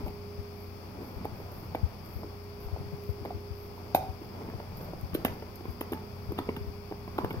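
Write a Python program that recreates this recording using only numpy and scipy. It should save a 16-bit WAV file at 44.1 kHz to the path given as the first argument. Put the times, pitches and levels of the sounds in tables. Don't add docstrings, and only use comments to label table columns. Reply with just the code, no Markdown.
import sys
import numpy as np
from scipy import signal
from scipy.fft import rfft, irfft
from scipy.io import wavfile
from scipy.ndimage import uniform_filter1d

SR = 44100
rng = np.random.default_rng(int(sys.argv[2]) if len(sys.argv) > 2 else 0)


def transcribe(u):
    v = np.clip(np.atleast_2d(u).T, -1, 1)
    q = np.round(v * 32767).astype(np.int16)
    wavfile.write(sys.argv[1], SR, q)


def decibels_to_gain(level_db):
    exponent = np.asarray(level_db, float) / 20
    return 10 ** exponent


N = 326340
STRIKE_T_S = np.arange(4096) / SR
RIGHT_LAG_SAMPLES = 7


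def curve(table):
    rows = np.array(table, float)
    return np.interp(np.arange(N) / SR, rows[:, 0], rows[:, 1])


def colour(x, db_of_hz):
    hz = np.maximum(np.fft.rfftfreq(x.shape[-1], 1 / SR), 1)
    if callable(db_of_hz):
        gain_db = db_of_hz(hz)
    else:
        rows = np.array(db_of_hz, float)
        gain_db = np.interp(np.log(hz), np.log(rows[:, 0]), rows[:, 1])
    return irfft(rfft(x) * decibels_to_gain(gain_db), x.shape[-1])


def unit(x):
    return x / np.sqrt(np.mean(x ** 2))


def pair(table, likeness_hz):
    common, own = rng.standard_normal(N), rng.standard_normal((2, N))
    both = np.array([common, np.roll(common, RIGHT_LAG_SAMPLES)])
    alike = colour(both, lambda hz: -10 * np.log10(1 + (hz / likeness_hz) ** 2))
    apart = colour(own, lambda hz: -10 * np.log10(1 + (likeness_hz / hz) ** 2))
    return colour(alike + apart, table)


def walk(rate_hz):
    hold = int(SR / rate_hz)
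    steps = np.repeat(rng.standard_normal(N // hold + 1), hold)
    return uniform_filter1d(steps, hold)[:N]


def ring(t, hz, t60_s, push_s):
    decay = np.exp(-np.log(1000) * t / t60_s)
    return (1 - np.exp(-t / push_s)) ** 2 * decay * np.sin(2 * np.pi * hz * t)


def add(out, s, sound):
    i = max(int(s * SR), 0)
    out[..., i:i + sound.shape[-1]] += sound[..., :N - i]


# f/Hz, level/dB
CRACK_COLOUR = [(6000, -14.5), (8500, -21), (10000, -5.5), (12000, -7), (13500, 5.5), (15000, -11),
                (16500, -46)]
# f/Hz, level/dB
GRIT_COLOUR = [(600, -30), (1100, 11), (1600, 11.5), (2300, 9.5), (3000, 9.5), (3800, 3), (6000, -15),
               (9000, -40)]


def splinter():
    t = STRIKE_T_S
    fits = decibels_to_gain(0.65 * uniform_filter1d(np.repeat(rng.standard_normal(64), 64), 64))
    snap = np.exp(-t / 0.0022)
    crumble = 0.33 * fits * np.exp(-t / 0.011)
    fade = (snap + crumble) * np.minimum(t / 0.00046, 1)
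    chips = rng.standard_normal((4, len(t)))
    crack = None
    crack = unit(colour(chips[0] + 2.9 * chips[1:3], CRACK_COLOUR)) * fade
    return crack, unit(colour(chips[3], GRIT_COLOUR)) * fade


def struck(modes, push_s):
    total = 0
    for hz, db, t60_s in modes:
        level_chance, pitch_chance = rng.standard_normal(2)
        mode = ring(STRIKE_T_S[:2048], hz * (1 + pitch_chance / 30), t60_s, push_s)
        total = total + decibels_to_gain(db + 6 * level_chance) * mode
    return total / np.abs(total).max()


# f/Hz, level/dB, t60/s
ANTLER_MODES = [(441, 2, 0.024), (606, 2, 0.02), (750, -1.5, 0.022), (899, -5, 0.032), (1100, -2.5, 0.018)]
# f/Hz, level/dB, t60/s
TOOTH_MODES = [(1300, -1, .01), (1700, -3, .01), (2250, 0, .012), (2800, -6, .009), (3500, -17, .007)]
GRIPPED_RING_DB, SLIPPED_RING_DB, HARD_RING_DB = -10.5, -1, -17.5


def bite(out, s, db, hz, tick_db, antler_db):
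    t = STRIKE_T_S
    antler = struck(ANTLER_MODES, .002)
    tick = struck(TOOTH_MODES, .0007)
    swell_s = 0.44 / hz + 0.00018 * decibels_to_gain(2.0 * (db + 15.5))
    shape = (t / swell_s) ** 2 * (np.exp(-t / swell_s) + .06 * np.exp(-t / (1.47 * swell_s)))
    knock = shape / shape.max() * np.cos(2 * np.pi * hz * (t - 2 * swell_s))
    crack, grit = splinter()
    chip_db = 1
    add(out, s - .0008, 0.47 * decibels_to_gain(db + tick_db + chip_db) * crack)
    add(out, s + 0.00016, decibels_to_gain(db + tick_db) * (3.6 * tick + 0.85 * grit[:2048]))
    add(out, s - .0003, -decibels_to_gain(db + antler_db) * antler)
    add(out, s + 0.00219 - 2 * swell_s, -decibels_to_gain(db) * knock)


# t/s, peak level/dB, f/Hz
HARD_BITES = [(1.2477, -33, 440), (1.2517, -28.5, 351), (1.2523, -23.5, 780), (1.747, -20.5, 735),
              (1.7511, -26, 330), (1.753, -26, 590), (2.2353, -39, 290), (3.2501, -30, 850),
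              (3.2503, -31, 480), (3.2558, -40, 288), (3.256, -29, 670), (3.3038, -32, 820),
              (3.3065, -30.5, 710), (3.9451, -28, 880), (3.9467, -17, 527), (3.947, -10.5, 760),
              (3.9478, -22, 312), (3.9596, -24, 770), (5.1442, -33, 277), (5.1482, -25, 450),
              (5.1508, -20.5, 320), (5.2464, -29, 480), (5.2484, -18.5, 680), (5.2489, -20.5, 237),
              (5.2507, -30, 657), (5.2658, -28, 683), (5.8091, -27.5, 285), (5.8103, -29.5, 440),
              (5.812, -26, 920), (5.9197, -23.5, 347), (5.9242, -35, 266), (5.926, -28.5, 831),
              (5.9315, -29, 330), (5.9447, -34, 256), (6.3065, -32.5, 360), (6.3164, -34, 394),
              (6.3213, -27.5, 316), (6.3854, -31.5, 256), (6.3864, -25.5, 337), (6.3866, -20, 845),
              (6.4, -28, 286), (6.488, -22.5, 434), (6.4881, -29.5, 950), (6.489, -28, 211),
              (6.4928, -25.5, 292), (6.5683, -32, 300), (6.5724, -35, 195), (6.9116, -30, 362),
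              (6.9213, -31, 346), (6.9214, -30.5, 800), (7.1816, -25, 940), (7.1853, -23, 344),
              (7.1853, -23, 880), (7.1986, -32.5, 237), (7.2328, -35, 379), (7.2448, -26, 990),
              (7.245, -23, 410), (7.2486, -33, 379), (7.306, -30.5, 390)]


def hard_bites(out):
    for s, db, hz in HARD_BITES:
        bite(out, s, db, hz, -33, HARD_RING_DB)


# t/s, level/dB, f/Hz
PINGS = [(1.246, -44, 2300), (1.747, -56, 3740), (1.7474, -49, 3400), (1.7487, -43, 1550),
         (1.7501, -44, 2460), (1.7523, -44, 2010), (3.2576, -46, 2150), (3.9457, -41, 5940),
         (3.947, -32.5, 3720), (3.948, -28, 2520), (3.9477, -31, 1600), (3.9511, -33, 2090),
         (3.9552, -48, 4760), (3.9588, -50, 3980), (3.9594, -46, 3140), (3.9599, -41, 2520),
         (3.9605, -37, 2200), (5.15, -46, 3900), (5.1507, -41, 3120), (5.151, -42, 2400),
         (5.1505, -40, 1150), (5.2481, -28.5, 2040), (5.2488, -51, 5000), (5.2513, -29, 1690),
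         (5.2497, -42, 3730), (5.2494, -26, 2680), (5.8094, -53, 3900), (5.8103, -38, 1960),
         (5.8104, -42, 3150), (5.8128, -39, 2630), (5.9187, -50, 1310), (5.9215, -48, 3570),
         (5.9324, -40, 2930), (5.9305, -40, 1700), (5.9336, -44, 2200), (6.3874, -37.5, 3510),
         (6.388, -38, 1460), (6.3899, -49, 2130), (6.3904, -45, 2430), (6.4905, -32.5, 2240),
         (6.491, -39, 2760), (6.5632, -43, 1530), (6.5633, -44, 1310), (6.5635, -46, 3450),
         (6.5641, -41, 2850), (6.5668, -47, 1810), (6.9217, -46, 2220), (6.9242, -46, 1650),
         (7.186, -56, 3770), (7.1862, -45, 2990), (7.245, -42, 2950), (7.2455, -38, 1550),
         (7.1862, -38, 1500), (7.1866, -42, 2050), (7.3059, -41, 2820), (7.3112, -46, 3300),
         (7.3096, -44, 1470)]


def pings(out):
    for s, db, hz in PINGS:
        add(out, s, 2.72 * decibels_to_gain(db) * ring(STRIKE_T_S[:1024], hz, 0.013, 0.00056))


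# t/s, peak level/dB, jaw f/Hz, tick level/dB re knock
KNOCKS = [(.006, -33.5, 282, -22), (.081, -47, 870, -6), (.987, -37.5, 350, -32), (1.21, -32.5, 217, -27),
          (1.633, -38, 318, -23), (2.7615, -33, 750, -35), (3.948, -34, 180, -35), (4.217, -34, 320, -31),
          (4.81, -36, 497, -22), (5.133, -31.5, 186, -21), (5.607, -33.5, 350, -27),
          (7.236, -32.5, 200, -28), (7.312, -33.5, 230, -25), (7.342, -32, 360, -24)]


def knocks(out):
    for s, db, hz, tick_db in KNOCKS:
        bite(out, s, db, hz, tick_db, GRIPPED_RING_DB)


# t/s, peak level/dB, jaw f/Hz, tick level/dB re knock
CLACKS = [(.062, -35, 305, -24), (.074, -34, 201, -27), (4.486, -35.5, 258, -23), (4.499, -51, 203, -1),
          (4.536, -39, 430, -20), (4.599, -33.5, 780, -22), (4.934, -42, 340, -16), (5.282, -35, 505, -12),
          (5.423, -34.5, 417, -19), (5.654, -44, 330, -10), (5.972, -43, 410, -13), (6.378, -39, 500, -10),
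          (7.076, -37, 320, -17)]


def clacks(out):
    for s, db, hz, tick_db in CLACKS:
        bite(out, s, db, hz, tick_db, SLIPPED_RING_DB)


# t/s, peak level/dB, jaw f/Hz
NIBBLES = [
    (1.4, -38, 463),
    (1.459, -38, 676),
    (1.519, -44, 573),
    (2.684, -38, 850),
    (3.09, -36, 470),
    (4.299, -45, 368),
    (4.419, -39, 353),
    (4.718, -42, 455),
    (6.037, -41, 402),
]


def nibbles(out):
    for s, db, hz in NIBBLES:
        bite(out, s, db, hz, -28, GRIPPED_RING_DB)


# t/s, peak level/dB, f/Hz
TAPS = [(0.065, -35, 880), (1.245, -35, 760), (3.711, -48, 864), (3.777, -37, 926), (3.902, -42, 638),
        (4.487, -37, 915), (4.536, -34, 674), (5.147, -36, 622), (5.424, -34, 670), (5.6543, -34, 1030),
        (6.319, -33, 950), (6.388, -25, 916), (6.565, -35, 880), (6.9128, -30, 760), (7.078, -36, 616),
        (7.307, -29, 910), (7.34, -35, 659)]


def taps(out):
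    for s, db, hz in TAPS:
        add(out, s, -1.8 * decibels_to_gain(db) * ring(STRIKE_T_S[:1024], hz, 0.017, 0.0011))


# t/s, peak level/dB, f/Hz
POPS = [(1.7575, -30, 420), (2.2338, -29, 700), (2.247, -34, 330), (2.7623, -32, 650), (2.773, -32, 420),
        (4.889, -34, 400), (4.9356, -26.5, 560), (5.6562, -29, 340), (5.9345, -29, 850), (5.9475, -34, 600),
        (6.3208, -29, 750), (7.1875, -19.5, 760), (7.2006, -30, 500), (7.2469, -26, 520)]


def pops(out):
    length_cycles, rebound_rad = .48, .45
    for s, db, hz in POPS:
        cycles = hz * STRIKE_T_S - 2
        pulse = np.exp(-(cycles / length_cycles) ** 2) * np.cos(2 * np.pi * cycles + rebound_rad)
        add(out, s - 2 / hz, -decibels_to_gain(db) * pulse)


# t/s, peak level/dB
CRUNCHES = [(1.752, -56), (2.232, -58), (2.761, -60), (3.251, -52), (3.257, -51), (3.306, -58),
            (3.968, -50), (3.988, -52), (5.255, -43), (5.264, -48), (5.28, -52), (5.928, -50), (6.379, -54),
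            (6.394, -52), (6.402, -56), (6.489, -50), (6.496, -54), (6.572, -56), (7.186, -49),
            (7.306, -48), (7.314, -52)]


def crunches(out):
    for s, db in CRUNCHES:
        _, grit = splinter()
        add(out, s, decibels_to_gain(db) * grit)


# t/s, peak level/dB, grit level/dB re crack
SNAPS = [(0.063, -45, -17), (0.0698, -47, -20), (0.0754, -46, -17), (0.0812, -46, -19), (1.249, -46, -15),
         (1.2527, -41, -20), (1.518, -46, -20), (1.748, -46, -5), (1.7529, -44, -7), (2.0595, -46, -21),
         (3.0374, -46, -20), (3.2496, -44, -15), (3.9472, -23, -22), (3.9502, -20.5, -20),
         (3.9555, -27, -23), (3.9629, -36, -18), (3.9684, -43, -18), (3.971, -46, -15), (3.9754, -45, -13),
         (3.9827, -45, -12), (3.9917, -47, -10), (4.7708, -43, -27), (4.8118, -50, -21), (5.0108, -43, -20),
         (5.143, -31.5, -27), (5.1477, -29, -7), (5.1507, -34.5, -3), (5.1566, -46, -16),
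         (5.1595, -47, -17), (5.2481, -22, -11.5), (5.258, -32, -4), (5.2613, -40, -14), (5.2636, -39, -12),
         (5.2685, -46, -19), (5.5563, -38, -26), (5.7064, -46, -21), (5.809, -32.5, -18), (5.814, -38, -18),
         (5.8222, -45, -23), (5.9221, -34, -26), (5.9335, -37, -7), (5.9369, -47, -9), (5.9443, -47, -14),
         (6.3196, -43, -17), (6.384, -41, -3), (6.3887, -39.5, 2.5), (6.5651, -40, -9), (7.1797, -49, -10),
         (7.1818, -41.5, 0), (7.186, -46, 6), (7.245, -38.5, -4), (7.3281, -45, -18)]


def snaps(out):
    for s, db, grit_db in SNAPS:
        crack, grit = splinter()
        add(out, s, decibels_to_gain(db) * (0.55 * crack + decibels_to_gain(grit_db) * grit))


def gnawing():
    out = np.zeros((2, N))
    for contact in (knocks, clacks, nibbles, hard_bites, pings, taps, pops, crunches, snaps):
        contact(out)
    return out


# t/s, level/dB, f/Hz, t60/s
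FREE_RINGS = [(3.306, -39, 700, 0.09), (1.752, -43, 2280, 0.07), (1.76, -46, 740, 0.08),
              (3.978, -34, 540, 0.16), (3.972, -36, 855, 0.14), (3.99, -40, 645, 0.3),
              (5.277, -40, 2000, .05), (5.252, -41, 604, 0.074), (5.94, -39, 880, 0.3), (5.3, -38, 960, .1),
              (3.947, -32, 1150, 0.03), (5.249, -27.5, 1140, 0.035), (1.256, -34, 840, .06),
              (6.392, -40, 970, 0.14), (6.49, -30, 1050, 0.03), (6.566, -32, 910, 0.03),
              (7.192, -38, 1000, 0.3), (7.3065, -33.5, 2210, 0.036)]
# t/s, level/dB, f/Hz, t60/s
LONG_RING = (3.9536, -30.5, 758, .66)


def free_rings():
    out, t = np.zeros(N), np.arange(SR // 2) / SR
    regrip = np.exp(-np.maximum(t - 0.15, 0) / .03)
    for s, db, hz, t60_s in FREE_RINGS + [LONG_RING]:
        level = decibels_to_gain(db + 1.8 * walk(72)[:len(t)])
        add(out, s, level * ring(t, hz, t60_s, t60_s / 60) * regrip)
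    return out


# f/Hz, level/dB
ROOM_COLOUR = [(100, 18), (300, -7), (550, -3.5), (760, -6), (1050, .5), (2000, 0), (2700, -7.5),
               (6000, 2.5), (13000, -11)]


def room(x):
    t60_s, top_t60_s, echo_db = 0.51, 0.39, -9.5
    t = np.arange(SR // 2) / SR
    noise = pair(ROOM_COLOUR, 800)[:, :len(t)] * np.minimum(t / 0.0136, 1)
    low = colour(noise, lambda hz: -10 * np.log10(1 + (hz / 1500) ** 4))
    tail = low * decibels_to_gain(-60 * t / t60_s) + (noise - low) * decibels_to_gain(-60 * t / top_t60_s)
    tail = decibels_to_gain(echo_db) * tail / np.sqrt(np.sum(tail ** 2) / 2)
    return signal.fftconvolve(x[None], tail, axes=1)[:, :N]


# f/Hz, level/dB
DOG_SIDE = [(100, -0.5), (700, 0.5), (1300, -7.5), (2400, 2), (4400, 12), (6000, 5.5), (8100, -2.5),
            (13000, -7.5), (16000, -9)]


def antler_in_room():
    teeth = gnawing()
    echo = room(teeth[0])
    teeth = teeth + free_rings()
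    heard = np.array([teeth[0], np.roll(teeth[1], RIGHT_LAG_SAMPLES)]) + echo
    side = np.array(DOG_SIDE, float)
    return np.array([colour(heard[0], side * [1, .5]), colour(heard[1], side * [1, -.5])])


# t/s, peak level/dB, f/Hz
THUMPS = [(0.036, -24.5, 59), (0.078, -34, 48), (0.386, -28, 80), (1.164, -32, 53.7), (1.322, -33.5, 101),
          (1.832, -14.5, 75.6), (1.951, -46, 51), (2.158, -26.5, 65.6), (2.659, -29, 32),
          (2.727, -22.5, 73.6), (2.8, -31, 123), (2.855, -34, 126), (2.927, -28, 131), (3.091, -21, 81.5),
          (3.209, -33, 81), (3.345, -28, 82), (3.506, -28, 74.5), (4.089, -27, 73.4), (4.543, -29.5, 98),
          (4.647, -45, 65.2), (5.032, -25, 69), (5.128, -31, 80), (5.184, -43, 46), (5.3, -38, 72.6),
          (5.684, -26.5, 78.4), (6.2885, -25, 79), (6.61, -28, 83), (6.673, -27, 69.5), (7.236, -26, 89.5),
          (7.369, -25.5, 92.5)]


def thumps():
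    out, t = np.zeros(N), STRIKE_T_S
    fade = (1 - np.exp(-t / 0.0061)) * np.exp(-(t / 0.023) ** 2)
    for s, db, hz in THUMPS:
        cycles = hz * (0.787 * t + 0.011 * (1 - np.exp(-t / 0.012)))
        add(out, s - .002, -1.6 * decibels_to_gain(db) * fade * np.sin(2 * np.pi * cycles))
    return out * decibels_to_gain([[0], [-24]]) * np.array([[1], [-1]])


# t/s, level/dB
DRAG = [(0, -54), (.68, -56), (1.11, -48.5), (1.4, -44), (1.89, -46), (2.41, -56), (2.82, -45.5), (3, -54),
        (3.56, -58), (4.3, -52.5), (4.9, -40), (5.1, -49.5), (5.5, -52.5), (5.83, -53), (6.51, -42.5),
        (6.64, -59), (6.94, -50.5), (7.4, -41)]
# middle t/s, length/s, level/dB
RUBS = [(0, 0.25, -49.5), (1.028, 0.34, -48), (1.4, 0.93, -55), (2.214, 0.24, -49), (2.805, 0.41, -57),
        (3.283, 0.31, -49.5), (3.85, 0.57, -54), (4.423, 0.28, -43.5), (4.844, 0.38, -51.5),
        (5.266, 0.42, -49.5), (5.68, 0.12, -51), (6.492, 0.24, -55.5), (6.71, 0.13, -49),
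        (7.203, 0.14, -43.5), (7.388, 0.24, -48)]


def carpet():
    rumble = unit(pair([(40, 2), (90, 7.5), (150, 7.5), (200, 5), (400, -46)], 370))
    rub = unit(pair([(90, -20), (190, 5.5), (280, 6.0), (380, 5.0), (600, -15), (2000, -50)], 650))
    brush = unit(pair([(200, -18.0), (450, 2.5), (850, 1.0), (1500, -10.0), (3000, -23), (8000, -33.5)], 1140))
    t, lean_db = np.arange(N) / SR, curve(DRAG)
    strokes = sum(decibels_to_gain(db) * np.exp(-((t - s) / (0.39 * length)) ** 2) for s, length, db in RUBS)
    brushing = decibels_to_gain(-54.5 + 0.58 * (lean_db - lean_db.mean())) + 0.36 * strokes
    rubbing = decibels_to_gain(-58.5) + strokes
    layers = ((rumble, decibels_to_gain(lean_db)), (rub, rubbing), (brush, brushing))
    return sum(noise * level * decibels_to_gain(-2.5 + 2 * walk(35)) for noise, level in layers)


# f/Hz, level/dB
NOSE_COLOUR = [(5000, -37), (9000, -22), (10300, -16), (11500, 4.5), (13200, 6), (14500, 2), (16000, -4)]
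# start t/s, length/s, level/dB
PUFFS = [(.03, .1, -71), (.55, .14, -65), (1.01, 0.16, -63), (1.327, 0.16, -66), (1.51, 0.16, -63),
         (2.03, .2, -61.5), (2.583, 0.11, -63), (3.017, 0.12, -63.5), (3.55, 0.13, -63), (3.75, .06, -68),
         (4.202, 0.081, -70), (4.74, 0.14, -62), (4.99, 0.045, -65), (5.266, 0.09, -67), (5.67, 0.072, -65),
         (6.2, .1, -69), (6.6, .1, -77), (7.29, 0.047, -60)]


def nose():
    flow = np.zeros(N)
    for s, length, db in PUFFS:
        u = np.linspace(0, 1, int(1.25 * length * SR))
        add(flow, s, decibels_to_gain(db + 2.5) * np.sin(np.pi * u ** 0.65) ** .8)
    flutter = decibels_to_gain(3.4 * walk(110) + np.array([[-4.0], [3.0]]))
    return unit(pair(NOSE_COLOUR, 300)) * flow * flutter


def motor_tone(hz, db, side_db):
    phase = 2 * np.pi * np.cumsum(hz + 0.32 * walk(3.11)) / SR
    return np.sqrt(2) * decibels_to_gain(db + np.array([[side_db], [-side_db]])) * np.sin(phase)


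# t/s, level/dB
MOTOR = [(0, -47), (.45, -47.5), (.8, -53.5), (.95, -59), (1.7, -57.5), (2.15, -62), (2.27, -51),
         (3, -49.5), (3.6, -48), (4.15, -55.5), (4.4, -55.5), (4.75, -63), (5.1, -58), (5.45, -57),
         (6.4, -50.5), (6.6, -47.5), (7.1, -52.5), (7.4, -55)]
# f/Hz, level/dB
HUM = [(60, -59.5), (120, -56), (183, -59.5), (205, -58.5), (240.5, -58.5), (361, -65.5)]


def appliance():
    whine_db = curve(MOTOR)
    drone_db = -48.5 + 0.25 * (whine_db - whine_db.mean())
    out = motor_tone(408.3, whine_db + 1.14 * walk(6.7), -1.5)
    out = out + motor_tone(90.9, drone_db + 1.6 * walk(16), -.3)
    for hz, db in HUM:
        out = out + motor_tone(hz, db + 2.4 * walk(1.826), -1.2)
    return out


# f/Hz, level/dB per Hz
AIR = [(20, -98.5), (60, -90.5), (100, -85), (160, -89.5), (300, -81.5), (700, -83), (1000, -85),
       (1400, -95.5), (2300, -99), (4000, -106), (6000, -112), (8500, -111), (12500, -100), (15900, -101)]
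# f/Hz, width/Hz, level/dB
LEFT_PORT = [(37, 144, 22), (1310, 370, 8), (2332, 650, 11), (3400, 150, 4), (3990, 525, -10.5),
             (4866, 2165, 22.5)]


def air():
    hiss = pair(AIR, 320) * np.sqrt(SR / 2)
    left = colour(hiss[0], lambda hz: sum(db * np.exp(-(2 * (hz - f) / w) ** 2 / 2) for f, w, db in LEFT_PORT))
    return np.array([left, hiss[1]]) * decibels_to_gain(0.17 * walk(8.2))


def scene():
    return antler_in_room() + thumps() + carpet() + nose() + appliance() + air()


def band_limit(x):
    return signal.sosfilt(signal.butter(12, 16490, fs=SR, output="sos"), x)


def record(dry):
    mix = colour(dry, lambda hz: -70. * (hz > 15820))
    return band_limit(mix)


dry = scene()
out = record(dry)
transcribe(out)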